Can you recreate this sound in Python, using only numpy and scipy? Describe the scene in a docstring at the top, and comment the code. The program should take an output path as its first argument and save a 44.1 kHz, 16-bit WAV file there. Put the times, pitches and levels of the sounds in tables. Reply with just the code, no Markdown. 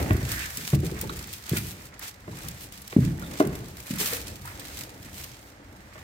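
"""Heavy boots climb the last wooden stairs of an empty building and cross a bare, dusty floor.
From the start each tread is a soft thump with a harder knock, and boards and room boom after it; cloth
hisses and snaps close to two microphone ports, and grit rasps twice under a dragged sole in the first
half second. Short rings make the ticks and clacks, and a squeak after three seconds. After four seconds
the thumps thin out; rustle, creaking floor, rumble and air, all shaped noise, carry on to the end."""
import sys
import numpy as np
from scipy import signal
from scipy.fft import rfft, irfft, next_fast_len
from scipy.io import wavfile
from scipy.ndimage import uniform_filter1d, map_coordinates

SR = 44100
rng = np.random.default_rng(int(sys.argv[2]) if len(sys.argv) > 2 else 0)


def master(y):
    """Save y as 16-bit WAV."""
    cut = np.clip(np.atleast_2d(y).T, -1, 1)
    pcm = np.round(cut * 32767)  # scale
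    wavfile.write(sys.argv[1], SR, pcm.astype(np.int16))


def field_ratio(decibels):
    """Amplitude ratio for a level in dB (20 dB per decade); scalars and array-likes work."""
    return 10 ** (np.asarray(decibels, dtype=float) / 20)


N = 266055  # length of the scene [samples]


def unit(x):
    """Scales a sound to an rms of 1."""
    return x / np.sqrt(np.mean(x ** 2) + 1e-20)


def along(points, hz):
    """Reads (frequency, value) points as a curve over a logarithmic frequency axis."""
    point_hz, value = np.transpose(points)
    return np.interp(np.log(hz + 1), np.log(point_hz + 1), value)


def wobble(rate):
    """A smooth random curve through `rate` random points a second."""
    points = rng.standard_normal(int(N * rate / SR) + 4)
    return map_coordinates(points, [np.arange(N) * rate / SR])


def swell(peak_s, rise_s, fall_s, db):
    """A gain that climbs to its peak and falls away; rise and fall are seconds per 10 dB."""
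    t = np.arange(N) / SR - peak_s
    return field_ratio(db + 10 * np.minimum(t / rise_s, -t / fall_s))


def filtered(x, response):
    """Multiplies the spectrum of x by a response, which may also shift phase."""
    size = next_fast_len(x.shape[-1] + SR // 2)
    spectrum = rfft(x, size) * response(np.fft.rfftfreq(size, 1 / SR))
    return irfft(spectrum, size)[..., :x.shape[-1]]


# How alike left and right are: (frequency [Hz], likeness [0 to 1])
LIKENESS = [(60, 1), (125, 1), (250, 0.9), (600, 0.83), (1500, 0.17), (4000, 0.1), (14000, 0.13)]


def spread(pair, spectrum=((1, 0),)):
    """Mixes two unrelated signals into left and right: the more middle, the more alike the sides."""
    def middle_and_side(hz):
        angle = np.arccos(np.clip(along(LIKENESS, hz), -1, 1)) / 2
        return field_ratio(along(spectrum, hz)) * [np.cos(angle), np.sin(angle)]

    mid, side = filtered(pair, middle_and_side)
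    return np.array([mid + side, mid - side])


# How long the room rings: (frequency [Hz], time to fade by 60 dB [s])
ROOM_FADE = [(40, 1.05), (110, 0.74), (280, 0.83), (740, 0.62), (2000, 1.05), (10000, 0.47)]


def tail():
    """A fresh room answer: dense echoes of near walls die fast, then each pitch fades at its own speed."""
    hz, t, z = signal.stft(spread(rng.standard_normal((2, SR))), SR, nperseg=1024)
    fading = z * field_ratio(-60 * t / along(ROOM_FADE, hz)[:, None])
    echoes = signal.istft(fading, SR, nperseg=1024)[1][:, :SR]
    t = np.arange(SR) / SR
    arrival = np.clip((t - .005) / 0.0033, 0, 1)
    near_walls = 1 + 3.4 * field_ratio(-60 * t / 0.077)
    return arrival * near_walls * echoes / np.std(echoes[0, :SR // 20]) / np.sqrt(SR / 20)


# The walker's weight shifting on the floor: (time [s], creak level [dB])
WEIGHT_SHIFTS = [(0, -30), (.1, -38), (.34, -48), (.69, -60), (.93, -47), (1.4, -60), (1.66, -52),
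                 (2.15, -59), (2.47, -51), (2.9, -60), (3.15, -47), (3.44, -46), (3.93, -57), (4.2, -46),
                 (4.47, -54), (4.72, -49), (5.05, -53), (5.4, -55), (5.7, -55), (6.03, -56)]
# Colour of the low rumble and groan: (frequency [Hz], relative level [dB])
RUMBLE_COLOUR = [(18, -44), (30, 3), (129, -5.5), (143, -5), (156, -44), (177, -7.5), (220, -10.5),
                 (290, -49), (480, -120)]
# Colour of the floor's creak: (frequency [Hz], relative level [dB])
CREAK_COLOUR = [(120, -34), (200, -10.5), (292, 0.5), (392, -8), (501, -5.5), (759, -10.5), (900, -11.5),
                (1170, -32), (1980, -120)]
# Colour of the air noise: (frequency [Hz], relative level [dB])
AIR_COLOUR = [(350, -26), (600, -15), (950, -9), (1400, -9), (2000, -9.5), (2800, -19), (6500, -23.5),
              (15900, -41)]


def background():
    """Coloured noise: floor creaks and groans under shifting weight, over distant traffic and steady air."""
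    groan_over_creak_db, traffic_db, air_db = 5, -51.5, -56

    def noise(colour):
        return unit(spread(rng.standard_normal((2, N)), colour))

    weight_db = np.interp(np.arange(N) / SR, *np.transpose(WEIGHT_SHIFTS))
    # traffic and groan share one noise, so their powers add
    low_gain = np.hypot(field_ratio(traffic_db), field_ratio(weight_db + groan_over_creak_db))
    rumble = low_gain * field_ratio(1.6 * wobble(3.83)) * noise(RUMBLE_COLOUR)
    creak = field_ratio(weight_db + 1.7 * wobble(18)) * noise(CREAK_COLOUR)
    return rumble + creak + field_ratio(air_db) * noise(AIR_COLOUR)


def rub(spectrum, clump_db, burst_db, rate, t60, spike):
    """Friction noise of rms 1: slow clumps, sudden catches that die away, and single spiky slips."""
    grains = rng.standard_normal((2, N)) * field_ratio(spike * rng.exponential(size=N))
    catches = (rng.random(N) < rate / SR) * rng.uniform(0.067, 1.59, N)  # about `rate` a second
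    dying = signal.lfilter([1], [1, -field_ratio(-60 / (t60 * SR))], catches)
    bursts = 1 + field_ratio(burst_db) * uniform_filter1d(dying, size=SR // 400)  # builds over a few ms
    return unit(spread(field_ratio(clump_db * wobble(12)) * bursts * grains, spectrum))


# Strokes of cloth and soles: (peak time [s], rise [s per 10 dB], fall [s per 10 dB],
# hiss level [dB], scrape against hiss [dB, before the scrape's overall gain])
STROKES_OF_CLOTH = [(0.001, 0.05, 0.098, -40.0, 1.0), (0.131, 0.109, 0.253, -47.0, 0),
                    (0.32, 0.051, 0.081, -35.5, -12), (0.436, 0.061, 0.03, -36.5, -9.0),
                    (0.63, 0.484, 0.091, -39.5, -13), (0.756, 0.24, 0.013, -40.5, -10.0),
                    (0.859, 0.05, 0.083, -42.0, -6.5), (0.975, 0.063, 0.209, -46.5, -1.0),
                    (1.014, 0.014, 0.027, -40.0, -8), (1.219, 0.147, 0.096, -46.0, -5.0),
                    (1.343, 0.084, 0.048, -41.5, -18.5), (1.493, 0.013, 0.051, -41.0, -14.0),
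                    (1.572, 0.079, 0.035, -35.5, -7), (1.69, 0.357, 0.072, -41.5, -13.0),
                    (1.803, 0.046, 0.045, -50.5, -3.5), (1.867, 0.112, 0.026, -48.0, -10.5),
                    (1.942, 0.019, 0.029, -53.5, 0.5), (2.034, 0.028, 0.048, -38.0, -8.5),
                    (2.095, 0.053, 0.007, -43.5, -9.0), (2.372, 0.12, 0.292, -48.0, -5.5),
                    (2.452, 0.047, 0.035, -48.5, -10.0), (2.491, 0.044, 0.132, -47.5, -9.0),
                    (2.641, 0.061, 0.025, -43.5, -17.0), (2.724, 0.008, 0.137, -45.5, -15.0),
                    (2.881, 0.012, 0.015, -49.0, -12.5), (2.921, 0.023, 0.041, -46.5, -10.0),
                    (3.045, 0.112, 0.128, -45.5, -5.5), (3.201, 0.014, 0.33, -48.0, -3.0),
                    (3.408, 0.112, 0.04, -42.0, -12), (3.559, 0.13, 0.071, -51.0, 0.5),
                    (3.71, 0.122, 0.031, -48.5, -16.5), (3.802, 0.056, 0.03, -46, -10),
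                    (3.922, 0.069, 0.207, -44.5, -9.5), (4.002, 0.01, 0.12, -28.5, -10),
                    (4.129, 0.161, 0.075, -37.5, -5.0), (4.281, 0.029, 0.11, -45.5, -8.0),
                    (4.458, 0.03, 0.445, -47, -2), (4.724, 0.159, 0.185, -47.0, -14.5),
                    (4.813, 0.185, 0.047, -42.5, -14.5), (5.065, 0.057, 0.063, -49.5, -5.5),
                    (5.193, 0.065, 0.143, -42.0, -12.0), (5.475, 0.024, 0.06, -56.0, -10.5),
                    (6.034, 0.325, 0.1, -57.0, 2.5)]
# Colour of the hiss: (frequency [Hz], relative level [dB])
HISS_COLOUR = [(1500, 0.5), (2500, 11), (2800, 9), (4100, 9.5), (8200, 8), (8900, 7.5), (10800, 1.5),
               (12200, 6.5), (14600, 6), (15900, -1)]
# Colour of the scrape: (frequency [Hz], relative level [dB])
SCRAPE_COLOUR = [(350, -14), (600, -7.5), (1150, -1.5), (1320, -0.5), (1570, -1), (1700, 1.5), (2120, 0),
                 (4000, -22), (5200, -26), (8800, -120)]


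def rustle():
    """Cloth and soles rub: a hiss whose finest part comes and goes, and a coarser scrape."""
    power = field_ratio(2 * -66)  # the clothes never rest fully: a -66 dB floor
    scrape_power = 0
    for peak_s, rise_s, fall_s, hiss_db, scrape_db in STROKES_OF_CLOTH:
        stroke = swell(peak_s, rise_s, fall_s, hiss_db) ** 2
        power = power + stroke
        scrape_power = scrape_power + field_ratio(2 * scrape_db) * stroke

    # fine part: -1 dB when the hiss is at -40 dB, brighter with harder rubbing, wavering
    harder_db = 10 * np.log10(power) + 40
    fine_db = -1 + .17 * harder_db + 1.7 * wobble(14)
    cloth = rub(HISS_COLOUR, clump_db=1.0, burst_db=4.5, rate=60, t60=0.021, spike=2.45)
    fine = filtered(cloth, lambda hz: 1 / (1 + (8700 / (hz + 1)) ** 12))  # above about 8700 Hz
    hiss = np.sqrt(power) * (unit(cloth - fine) + field_ratio(fine_db) * unit(fine))

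    coarse = rub(SCRAPE_COLOUR, clump_db=0.8, burst_db=4.5, rate=31, t60=0.028, spike=2.68)
    return hiss + field_ratio(3.5) * np.sqrt(scrape_power) * coarse


# Creases snapping and grit cracking: (time [s], relative level [dB], tilt [dB per octave])
CREASE_SNAPS = [(0.0247, -30, -9.5), (0.1314, -34, 5), (0.5035, -29, 2), (0.5716, -21, 0), (0.6709, -28, 1),
                (0.7508, -28, 0), (0.8023, -35, 0), (0.847, -31, -0.5), (0.988, -35.5, -4),
                (1.0124, -20, 4), (1.0952, -37, -5), (1.167, -32, 2), (1.2256, -37, -3), (1.273, -35, 4),
                (1.3287, -28, 2), (1.4641, -35, -1), (1.493, -22, 1), (1.8544, -36, 0), (1.993, -31.5, 3),
                (2.0243, -32.5, -5), (2.387, -35, -1), (2.433, -35, 0), (2.4844, -23, 1.5),
                (2.5098, -36, 0), (2.723, -34, 0), (2.7753, -35, -4), (2.818, -35, 5), (2.877, -29.5, -1),
                (2.9257, -40, -13.5), (3.1955, -35, 1), (3.3374, -33, -5), (3.3982, -24.5, -5),
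                (3.4715, -30, 3), (3.552, -34, -6.5), (3.6833, -36, 0), (3.7686, -33.5, -4),
                (3.8018, -31, -3), (3.957, -34, 3), (4.0036, -26, -8.5), (4.455, -33, 3), (4.4752, -37, -1),
                (4.596, -32, 3), (4.6517, -31, -3.5)]


def snaps():
    """Each snap is a short puff of treble noise, dull or bright by its tilt."""
    t60_s, onset_s = .016, .0014
    out = np.zeros((2, N + SR))
    t = np.arange(SR // 20) / SR
    envelope = field_ratio(-60 * t / t60_s) * (1 - np.exp(-t / onset_s))
    for s, db, tilt_db in CREASE_SNAPS:
        def colour(hz):
            bass_cut = (1j * hz / (1j * hz + 2500)) ** 2
            return field_ratio(tilt_db * np.log2(hz / 8000 + .1)) * bass_cut

        puff = rng.standard_normal((2, len(t))) * envelope
        out[:, round(s * SR):][:, :len(t)] += field_ratio(db + 7) * filtered(puff, colour)
    return spread(out[:, :N])


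# A sole rasping over the tread's edge: (peak time [s], rise [s per 10 dB], fall [s per 10 dB],
# level before roughness [dB], centre [Hz])
RASP_STROKES = [(.345, .06, .14, -35, 1730), (.433, .021, .011, -35, 2550)]


def rasp():
    """Grit under a dragged sole: slow noise carried up to a centre pitch makes uneven narrow noise."""
    slow = filtered(rng.standard_normal((2, 2, N)), lambda hz: 1 / (1 + (hz / 330) ** 2))
    out = 0
    for peak_s, rise_s, fall_s, db, centre_hz in RASP_STROKES:
        turn = 2 * np.pi * centre_hz * np.arange(N) / SR
        narrow = slow[0] * np.cos(turn) + slow[1] * np.sin(turn)
        out = out + swell(peak_s, rise_s, fall_s, db) * unit(spread(narrow))
    return field_ratio(1.6 * wobble(69.3)) * out


# Higher modes of the boards: (frequency [Hz], relative level [dB], time to fade by 60 dB [s])
TREAD_MODES = [(344, -14, .14), (415, -15, .06), (613, -13, .057), (803, -24, .03), (1060, -11, .018),
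               (1400, -18, .022), (2050, -12, .019), (2300, -17, .017), (2700, -17, .014),
               (3600, -22, .012)]
# Hard edges of the boot striking those modes: (time [s], level [dB], pitch rung best [Hz])
BOOT_CLACKS = [(.107, -5, 1700), (.734, -13, 800), (2.278, -22, 900), (2.927, -15, 1700),
               (2.964, -21, 1500), (3.403, 1.5, 650), (5.956, -24, 1200)]
# Small pitched ticks of grit and settling boards: (time [s], level [dB], pitch [Hz])
GRIT_TICKS = [(.834, -24.5, 382), (0.92, -27, 376), (1.040, -32, 850), (1.050, -32.5, 328),
              (1.094, -22, 3820), (1.096, -22, 1300), (1.099, -25, 1520), (1.108, -33, 373),
              (1.566, -19, 2440), (1.566, -23, 1455), (1.575, -21, 2530), (1.575, -32, 1640),
              (2.330, -38, 990), (2.444, -39, 1200), (3.223, -29, 1470), (3.957, -27.5, 1930),
              (4.128, -26, 491), (4.452, -33, 970), (4.474, -31, 1320)]
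# A sole squeaking: (time [s], level [dB], pitch [Hz])
SOLE_SQUEAKS = [(3.237, -43, 3550), (3.260, -43, 3620)]


def ticks():
    """Clacks, ticks and squeaks are short, slightly rough rings with a faint echo from the walls."""
    tick_cycles, squeak_cycles = 37, 300  # vibrations until 60 dB down
    rings = []  # (time [s], level [dB], pitch [Hz], time to fade by 60 dB [s])
    for s, db, best_hz in BOOT_CLACKS:
        for hz, mode_db, t60_s in TREAD_MODES:
            off_centre_db = 3.5 * np.log2(hz / best_hz) ** 2  # 3.5 dB lost one octave away
            rings.append((s, db + mode_db - off_centre_db, hz, t60_s))
    rings += [(s, db, hz, tick_cycles / hz) for s, db, hz in GRIT_TICKS]
    rings += [(s, db, hz, squeak_cycles / hz) for s, db, hz in SOLE_SQUEAKS]

    out = np.zeros(N + SR)
    t = np.arange(SR // 10) / SR
    onset = 1 - np.exp(-t / 0.00057)
    for s, db, hz, t60_s in rings:
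        wandering_phase = np.cumsum(rng.normal(0, 0.08 * np.sqrt(hz / 1000), len(t)))
        ring = onset * np.sin(2 * np.pi * hz * t + wandering_phase)
        out[round(s * SR):][:len(t)] += field_ratio(db - 60 * t / t60_s) * ring
    echo = signal.fftconvolve(tail(), out[None], axes=1)[:, :N]
    return out[:N] + field_ratio(-12.5) * echo


def push(hz, cycles, size):
    """A smooth contact force of a few cycles, rising and fading under one rounded hump."""
    turns = np.clip(np.arange(size) * hz / SR, 0, cycles)
    hump = np.abs(np.sin(np.pi * (turns / cycles) ** 0.58)) ** 2.06
    return -np.sin(2 * np.pi * turns) * hump


# Board and room modes that every contact rings: (frequency [Hz], width [Hz], relative level [dB])
BOARD_MODES = [(59.7, 13, -4), (92, 7.3, -2.5), (128, 3.3, -15.5), (174.3, 7.3, 0), (240, 8.2, -12),
               (336.3, 8.3, 0), (415, 30, -9), (593, 70, 3)]


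def boards(hz):
    """Resonances of floor and room, in alternating sign, over a flat share."""
    response = .5
    for k, (centre, width, db) in enumerate(BOARD_MODES):
        damping = 1j * hz * width
        response = response + (-1) ** k * field_ratio(db) * damping / (centre * centre - hz * hz + damping)
    return response


# Heel, toe and bounce contacts: (time [s], relative level [dB], thump pitch [Hz],
# relative room level [dB], knock against thump [dB])
CONTACTS = [(0.013, -30.5, 92, 2.5, -7), (.104, -10.5, 101, -9.5, -5), (.150, -17.5, 111, -16, -2),
            (0.177, -27.5, 116, -8, -1), (.227, -23, 108, -6, -15), (0.576, -32, 179, -3, -7.5),
            (0.73, -9, 136, -6.5, -10), (.832, -29, 187, -12.5, 5.5), (.917, -36, 185, 1, -6),
            (1.023, -36, 163, 7.5, -2), (1.121, -35.5, 185, -5, 2), (1.515, -14.5, 134, -14.5, -10.5),
            (1.532, -21.5, 128, -13, 5.5), (1.567, -26, 138, -2.5, -22), (2.279, -31.5, 135, -1.5, -5),
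            (2.443, -31, 119, -3, -12), (2.931, -35.5, 196, -16, 8), (2.9639, -2.5, 234, -14.5, -24),
            (2.985, -7.5, 149.5, -12.5, -11), (3.021, -16, 128, -7.5, -14), (3.062, -18, 154, -6, -20),
            (3.401, -11.5, 348, -5, -7), (3.46, -22, 141, -4.5, -32), (3.906, -19, 218, -7.5, -16.5),
            (3.931, -22, 192, -8, -17), (4.000, -35.5, 196, -5.5, 7), (5.050, -44, 111, 2, -5)]
# How far the boards sag under a step: (time [s], share of the weight push)
BOARD_SAG = [(0, 0.62), (1.7, 0.24), (2.2, .1), (3.6, 0.17), (3.9, 0.28)]


def steps():
    """Each contact is a soft thump with a harder knock on its front; boards and room boom after it."""
    size = SR // 25
    out = np.zeros((2, N + 2 * SR))
    for s, db, thump_hz, room_db, knock_db in CONTACTS:
        knock_hz = 155 + 1.2 * thump_hz  # the knock's pitch rises with the thump's
        blow = push(thump_hz, 2.19, size) + field_ratio(knock_db) * push(knock_hz, 2.47, size)
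        weight = np.abs(push(thump_hz / 1.4, 0.44, size))  # the body's weight arriving
        sag = np.interp(s, *np.transpose(BOARD_SAG))
        echo = signal.fftconvolve(tail(), [blow + sag * weight], axes=1)
        sound = field_ratio(room_db + 8.5) * filtered(echo, boards)
        sound[:, :size] += blow  # the direct sound
        out[:, round(s * SR):][:, :sound.shape[1]] += field_ratio(db) * sound
    return out[:, :N]


def scene():
    """Steps come from straight below; cloth, grit and air reach the left port first."""
    lead_s = 0.0002687  # half as an advance on the left, half as a delay on the right

    def lead(hz):
        return np.exp(2j * np.pi * hz * np.array([[.5], [-.5]]) * lead_s)

    sideways = ticks() + rustle() + rasp() + snaps() + background()
    return steps() + filtered(sideways, lead)


def low_pass(x):
    """Removes everything above the highest recorded frequency."""
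    return signal.sosfilt(signal.butter(12, 16970, fs=SR, output="sos"), x)


# Uneven shading of the two ports: (frequency [Hz], left minus right [dB])
PORT_SHADING = [(300, 0), (700, 1), (1400, -3.5), (2800, -4), (5500, -2.5), (10000, 3.5), (15000, -0.5)]


def record(dry):
    """Two ports shaded unevenly by the housing, with a bass cut near 42 Hz and a treble limit."""
    def ports(hz):
        return field_ratio(np.array([[.5], [-.5]]) * along(PORT_SHADING, hz))

    def band(hz):
        bass_cut = (-hz * hz / (42 ** 2 - hz * hz + 1.4j * hz * 42)) ** 3
        return bass_cut * np.where(hz < 15900, 1, field_ratio(-30))

    mix = filtered(dry, lambda hz: ports(hz) * band(hz))
    return low_pass(mix)


dry = scene()
out = record(dry)
master(out)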